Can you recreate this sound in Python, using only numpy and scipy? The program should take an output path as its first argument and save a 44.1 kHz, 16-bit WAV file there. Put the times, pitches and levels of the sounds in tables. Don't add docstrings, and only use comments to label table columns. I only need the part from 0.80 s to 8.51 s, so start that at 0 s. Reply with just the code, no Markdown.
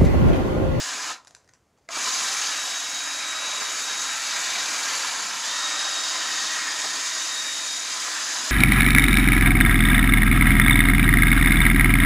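import sys
import numpy as np
from scipy import signal
from scipy.fft import rfft, irfft, next_fast_len
from scipy.io import wavfile
from scipy.ndimage import uniform_filter1d, map_coordinates

SR = 44100
rng = np.random.default_rng(int(sys.argv[2]) if len(sys.argv) > 2 else 0)


def volts_from_db(level):
    exponent = np.asarray(level, float) / 20
    return 10 ** exponent


def unload_audio(sound):
    columns = np.transpose(np.atleast_2d(sound))
    steps = np.round(np.clip(columns, -1, 1) * 32767)
    wavfile.write(sys.argv[1], SR, steps.astype(np.int16))


N = 340011
TIME = np.arange(N) / SR
PINION_TEETH = 12
CHUCK_GEARING = 15

# pitch_hz, density_db [dB per Hz]
PAPER_COLOUR = [(350, -32), (600, -1), (1650, -4), (2400, -8.5), (3230, -14), (4970, -11), (7300, -9),
                (8300, -22), (10500, -28), (11800, -36), (15700, -44)]


def unit(x):
    return x / np.sqrt(np.mean(x ** 2) + 1e-20)


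def along(points, hz):
    f, v = np.transpose(points)
    return np.interp(np.log(hz + 1), np.log(f + 1), v)


def curves(rows):
    s, *columns = np.transpose(rows)
    return [np.interp(TIME, s, column) for column in columns]


def wobble(rate):
    knots = rng.standard_normal(int(N * rate / SR) + 4)
    return map_coordinates(knots, [TIME * rate])


def filtered(x, response):
    size = next_fast_len(N + SR // 2)
    hz = np.fft.rfftfreq(size, 1 / SR)
    return irfft(rfft(x, size) * response(hz), size)[..., :N]


def patches(shape, bins):
    field = uniform_filter1d(rng.standard_normal(shape), size=bins, axis=0)
    return unit(uniform_filter1d(field, size=14, axis=1))


def drill():
    # time_s, mesh_hz
    mesh_pitch = [(0, 3720), (1.3, 3790), (1.7, 3800), (1.9, 3815), (2.45, 3822), (2.66, 3842), (2.9, 3796),
                  (3.3, 3799), (4.0, 3768), (4.9, 3763), (5.2, 3775), (5.45, 3740), (5.75, 3760),
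                  (6.08, 3699), (6.3, 3744), (6.75, 3755), (7.2, 3745), (7.71, 3710)]
    # time_s, level_db
    whine_level = [(.3, -60), (1.3, -44), (1.55, -46), (1.8, -37), (2.75, -36.5), (3.3, -38.5), (3.6, -43),
                   (3.8, -37), (3.9, -48), (4.3, -55), (4.55, -35), (5.2, -33), (5.5, -39), (6.2, -41),
                   (6.6, -35), (6.97, -35), (7.1, -45), (7.71, -51)]
    # centre_s, change_db, half_length_s
    shades = [(2.1, -3, .07), (2.95, -8, .06), (3.4, -7, .03), (3.6, -5, .05), (5.63, -7, .03),
              (5.83, -12, .06), (6.19, -7, .04), (6.47, -4, .04), (6.85, -5, .03), (7.22, -9, .05)]
    # time_s, facing [0-1]
    swing = [
        (0, 0.34),
        (4.3, 0),
        (4.75, 1),
        (7.71, 0.53),
    ]

    speed, coasting = throttle()
    mesh_hz = curves(mesh_pitch)[0] * speed
    whine_db = curves(whine_level)[0]
    for s, db, half_s in shades:
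        whine_db = whine_db + db * np.exp(-((TIME - s) / half_s) ** 2)
    whine_db = whine_db - 18 * coasting - 70 * (1 - speed)
    turns = np.cumsum(mesh_hz) / PINION_TEETH / SR
    facing = np.clip(curves(swing)[0], 0, 1)
    running = np.clip(mesh_hz / 3700, 0, 1) ** 6
    return whine(turns, whine_db, running, facing) + sanding(turns, facing, effort(speed))


def throttle():
    # release_s, press_s, speed_lost [share], slowing_s
    pauses = [
        (.316, 1.088, 1, .04),
        (4.29, 4.616, .22, .13),
    ]
    pick_up_s = 0.043
    speed, coasting = np.ones(N), np.zeros(N)
    for off, on, lost, slowing_s in pauses:
        fall = lost * (1 - np.exp(-np.clip(TIME - off, 0, on - off) / slowing_s))
        speed = speed - fall * np.exp(-np.clip(TIME - on, 0, None) / pick_up_s)
        coasting = coasting + (TIME > off) * (TIME < on)
    return np.clip(speed, 1e-4, 1), uniform_filter1d(coasting, size=900)


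def effort(speed):
    # time_s, grip_db [on the paper], whip_db [of the free dowel]
    hold = [(0, -1.5, -1.5), (.32, -3.5, 1.5), (1.2, 0.5, 1), (1.55, 1, 1), (2.07, -1.5, -2),
            (2.6, -2.5, 1), (2.85, -1.5, 0.5), (3.3, -1, 0.5), (4.1, 0, 2.5), (4.5, 0, 1.5), (4.8, 0, 0.5),
            (5.6, 0, 2), (5.85, -1, 0.5), (6.05, -0.5, 0.5), (6.3, -.5, -0.5), (7.0, -1, -3),
            (7.3, -0.5, -0.5), (7.71, 0, 0)]
    # time_s, jolt_db
    jolts = [(.316, 4.5), (1.1, 6), (1.17, 6.5), (1.28, 3), (1.42, 4), (2.82, 7), (3.16, 0), (4.22, 2.5),
             (5.15, 0), (5.59, -2), (5.87, 3), (6.05, 7.5), (6.16, 5), (7.28, 3)]
    # level_db, by_grip [dB per dB], by_whip [dB per dB], speed_power, jolt_share
    layers = [
        (-38.5, 0.5, 1.26, 0.96, 1),
        (-35, .5, 0.93, 1.36, 0.11),
        (-32, 1.27, 0.41, 1.35, 0.12),
        (-31, 1.49, -0.05, 1.57, 0.06),
    ]
    jolt_s, uneven_db = 0.012, 0.61

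    grip, whip = curves(hold)
    jolt = np.zeros(N)
    for s, db in jolts:
        jolt += db * np.exp(-((TIME - s) / jolt_s) ** 2) * (speed > 0.01)
    levels = []
    for db, by_grip, by_whip, power, share in layers:
        pressed = db + by_grip * grip + by_whip * whip
        driven = power * 20 * np.log10(speed) + share * jolt
        levels.append(pressed + driven + uneven_db * wobble(22))
    return levels


def whine(turns, whine_db, running, facing):
    # order [per motor turn], away_db, facing_db
    orders = [(13 / 15, -63, -68), (14 / 15, -70, -65), (1, -65, -62), (16 / 15, -70, -66), (2, -70, -60),
              (31 / 15, -70, -61), (5, -58, -47), (6, -58, -48), (23, -62, -52), (24, -54, -53),
              (30, -72, -63), (36, -78, -72)]
    mesh_phase = 2 * np.pi * PINION_TEETH * turns + 0.35 * wobble(50)
    tones = volts_from_db(whine_db + 2.5 + 1.7 * wobble(45)) * np.sin(mesh_phase)
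    for order, away_db, facing_db in orders:
        level_db = away_db + (facing_db - away_db) * facing + 3 * wobble(8)
        tone = np.sin(2 * np.pi * (order * turns + rng.random()))
        tones = tones + running * volts_from_db(level_db + 3) * tone
    return tones


def sanding(turns, facing, levels):
    # pitch_hz, density_db [dB per Hz]
    colour = [(53, -66), (90, -32.5), (301, -13.5), (382, -15.5), (1010, -5), (1120, -7.5), (1850, -1),
              (2100, -5.5), (3230, -3), (3760, -1), (4370, -5), (6880, -3), (8360, -14.5), (10600, -16.5),
              (15600, -37.5)]
    # pitch_hz, width_hz, away_db, facing_db
    body = [(257, 89, 1, 3), (380, 61, -4.5, -3), (663, 74, 0.5, 2.5), (1020, 54, 4.5, 7),
            (1272, 290, 5, 6.5), (1490, 37, -3.5, -1.5), (1620, 120, 5, -1), (1850, 220, -1.5, 4.5),
            (2318, 97, 6.5, 2.5), (2620, 87, -0.5, 2.5), (3330, 500, -3, -0.5), (4140, 250, 1, 2.5),
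            (4580, 105, 4, 4.5), (4960, 500, 3, 8), (6310, 400, 4.5, 1.5), (7020, 1070, 5, 3),
            (7380, 140, 3.5, 0), (7850, 300, 4.5, 4), (10200, 2700, 4.5, 2), (11700, 2300, 0.5, -6.5),
            (14900, 2000, 8, 5.5), (15800, 800, 2, -2)]
    edges = [
        1400,
        2900,
        5600,
    ]

    def above(hz, edge):
        return 1 / (1 + (edge / (hz + 1)) ** 16)

    def layer_share(hz, k):
        power = np.ones(len(hz))
        if k > 0:
            power = power * above(hz, edges[k - 1])
        if k < len(edges):
            power = power * (1 - above(hz, edges[k]))
        return np.sqrt(power)

    def body_db(hz, column):
        return sum(row[column] / (1 + (2 * (hz - row[0]) / row[1]) ** 2) for row in body)

    chuck = 2 * np.pi * turns / CHUCK_GEARING
    contacts = standing(grit(spread_db=1.9, patchy_db=1), depth_db=1.95)
    out = np.zeros(N)
    for k, level_db in enumerate(levels):
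        beat_db = 0.41 * np.sin(chuck + k) + 0.56 * np.sin(2 * chuck + 3 * wobble(2))
        beat_db += 0.4 * np.sin(CHUCK_GEARING * chuck)
        beat_db += 0.1 * wobble(25) + 0.16 * wobble(120)
        rubbed = volts_from_db(beat_db) * np.roll(contacts, k * SR)

        def heard(column):
            return unit(filtered(rubbed, lambda hz: layer_share(hz, k)
                                 * volts_from_db(along(colour, hz) + body_db(hz, column))))

        away, toward = heard(2), heard(3)
        out += volts_from_db(level_db) * (away + (toward - away) * facing)
    return out


def grit(spread_db, patchy_db):
    size_db = spread_db * np.minimum(rng.exponential(size=N), 5)
    contacts = rng.standard_normal(N) * volts_from_db(size_db)
    z = signal.stft(contacts, nperseg=512)[2]
    gain = volts_from_db(patchy_db * patches(z.shape, bins=5))
    return signal.istft(z * gain, nperseg=512)[1][:N]


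def standing(x, depth_db):
    z = signal.stft(x, nperseg=2048)[2]
    gain = volts_from_db(depth_db * patches(z.shape, bins=2))
    return signal.istft(z * unit(gain), nperseg=2048)[1][:N]


def trigger():
    # start_s, peak_db, knock_db [re peak], knock_hz, t60_s
    click = [
        (1.0887, -24, -20, 950, .012),
    ]
    # pitch_hz, level_db, t60_s
    clunk = [(668, -13, .07), (1270, -12, .06), (1700, -3, .014), (2050, 0, .014), (5200, -26, .008),
             (7000, -24, .008)]
    buzz_db = curves([(1.074, -95), (1.081, -62), (1.088, -52), (1.091, -95)])[0]
    buzz = volts_from_db(buzz_db) * np.sin(2 * np.pi * 2100 * TIME)
    return buzz + strike(click, clunk, crack=0.58)


def handling():
    # time_s, level_db
    rustle = [(0.36, -57), (0.404, -63), (0.746, -76), (0.96, -78), (0.99, -72), (1.08, -74)]
    # start_s, peak_db, knock_db [dowel, re peak], knock_hz, t60_s
    ticks = [(0.4279, -50, -13, 1020, 0.012), (0.448, -42, -13, 1340, 0.012),
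             (0.4716, -35.5, -16, 1620, 0.013), (0.4786, -40, -12, 705, 0.01),
             (0.5083, -40, -8, 705, 0.012), (0.5492, -32, -10, 1660, 0.006), (0.5655, -46, -4, 982, 0.012),
             (0.6444, -57, -8, 759, 0.012), (0.6764, -53, -5, 1880, 0.012), (0.689, -48, -9, 1490, 0.013),
             (0.692, -47, -5, 1890, 0.013), (0.7357, -41.5, -15, 1010, 0.013),
             (0.7434, -55, -13, 703, 0.012), (0.7494, -53, -15, 703, 0.012), (0.7564, -59, -5, 1540, 0.012),
             (0.9757, -59, -4, 1090, 0.012), (0.9854, -58, 0, 805, 0.012)]
    # pitch_hz, level_db, t60_s
    chuck_modes = [(4300, -10, 0.0091), (4900, -5, 0.015), (5400, -5, .008), (6150, 2, .007),
                   (7000, -7, 0.01), (7760, -5, .009), (9400, -12, .006), (10350, -8, .008)]
    level_db = curves([(0.34, -95), *rustle, (1.12, -95)])[0]
    paper = unit(filtered(grit(spread_db=2, patchy_db=1.5), lambda hz: volts_from_db(along(PAPER_COLOUR, hz))))
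    return volts_from_db(level_db + 1.7 * wobble(60.8)) * paper + strike(ticks, chuck_modes, crack=1.8)


def strike(hits, modes, crack):
    out, t = np.zeros(N + SR), np.arange(SR // 8) / SR
    snap = unit(filtered(rng.standard_normal(N),
                         lambda hz: volts_from_db(along(PAPER_COLOUR, hz)) * hz / (hz + 3000)))
    attack = 1 - np.exp(-t / 0.00051)
    for s, db, knock_db, knock_hz, t60 in hits:
        at = round(s * SR)
        ring = np.zeros(len(t))
        for hz, level_db, life_s in modes:
            ring += volts_from_db(level_db + rng.normal(0, 2) - 60 * t / life_s) * np.sin(2 * np.pi * hz * t)
        ring = (ring + crack * volts_from_db(-60 * t / t60) * snap[at:at + len(t)]) * attack
        knock = volts_from_db(knock_db - 60 * t / (1.8 * t60)) * np.sin(2 * np.pi * knock_hz * t)
        out[at:at + len(t)] += volts_from_db(db) * (ring / np.abs(ring).max() + knock)
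    return out[:N]


def shed(x):
    # pitch_hz, t60_s
    decay = [
        (200, 0.46),
        (2000, 0.27),
        (7000, 0.25),
        (14000, 0.24),
    ]
    hz, t, z = signal.stft(rng.standard_normal(SR // 3), SR, nperseg=256)
    fade = volts_from_db(-60 * t / along(decay, hz)[:, None])
    tail = signal.istft(z * fade, SR, nperseg=256)[1]
    delayed = np.pad(x, (200, 0))
    return signal.fftconvolve(delayed, tail / np.linalg.norm(tail))[:N]


def air():
    # pitch_hz, density_db [dB per Hz]
    murmur = [(15, -50), (30, -24), (48, -8), (62, -2), (80, -3), (105, -0.5), (190, -5.5), (310, -7.5),
              (500, -7), (1000, -16), (2100, -24), (5000, -26), (7500, -29), (10000, -31), (15700, -40)]
    rush = unit(filtered(grit(spread_db=0, patchy_db=1), lambda hz: volts_from_db(along(murmur, hz))))
    whistle = np.sin(2 * np.pi * 8700 * TIME + 1.2 * wobble(200))
    return volts_from_db(-67.5) * rush + volts_from_db(-89 + 3 * wobble(25)) * whistle


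def scene():
    knocks = trigger() + handling()
    mix = drill() + knocks + volts_from_db(-6) * shed(knocks) + air()
    return np.tile(mix, (2, 1))


def side_noise(mid):
    # time_s, centre_hz
    flares = [(.103, 11800), (1.334, 4850), (1.334, 6950), (1.345, 14800), (1.38, 5200), (1.38, 15000),
              (2.286, 4850), (2.286, 11650), (2.82, 4900), (2.82, 6600), (2.843, 4900), (2.843, 6600),
              (2.866, 14050), (3.052, 10300), (3.075, 11600), (3.377, 11100), (3.4, 11000), (3.563, 14100),
              (3.702, 13150), (3.911, 7600), (3.911, 15300), (4.538, 12400), (4.677, 11000), (5.211, 6300),
              (5.211, 9700), (5.722, 10250), (5.745, 8700), (5.745, 13400), (7.232, 7600), (7.487, 7800)]
    side, size, width_hz = np.zeros(N), 2048, 1350
    hop, first = 1024, 446
    hz = np.fft.rfftfreq(size, 1 / SR)
    window = signal.windows.kaiser_bessel_derived(size, 4 * np.pi)
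    for s, centre_hz in flares:
        start = first + round((s * SR - first) / hop - 1) * hop
        frame = slice(start, start + size)
        in_band = np.abs(hz - centre_hz) < width_hz / 2
        band = np.abs(rfft(mid[frame] * window)) * in_band
        phase = np.exp(2j * np.pi * rng.random(len(hz)))
        side[frame] += window * irfft(band * phase)
    return side


def roll_off(x):
    return signal.sosfilt(signal.butter(12, 15770, fs=SR, output="sos"), x)


def record(dry):
    mid = filtered(dry[0], lambda hz: hz < 15750)
    side = side_noise(mid)
    return roll_off(np.array([mid + side, mid - side]))


dry = scene()
out = record(dry)
unload_audio(out)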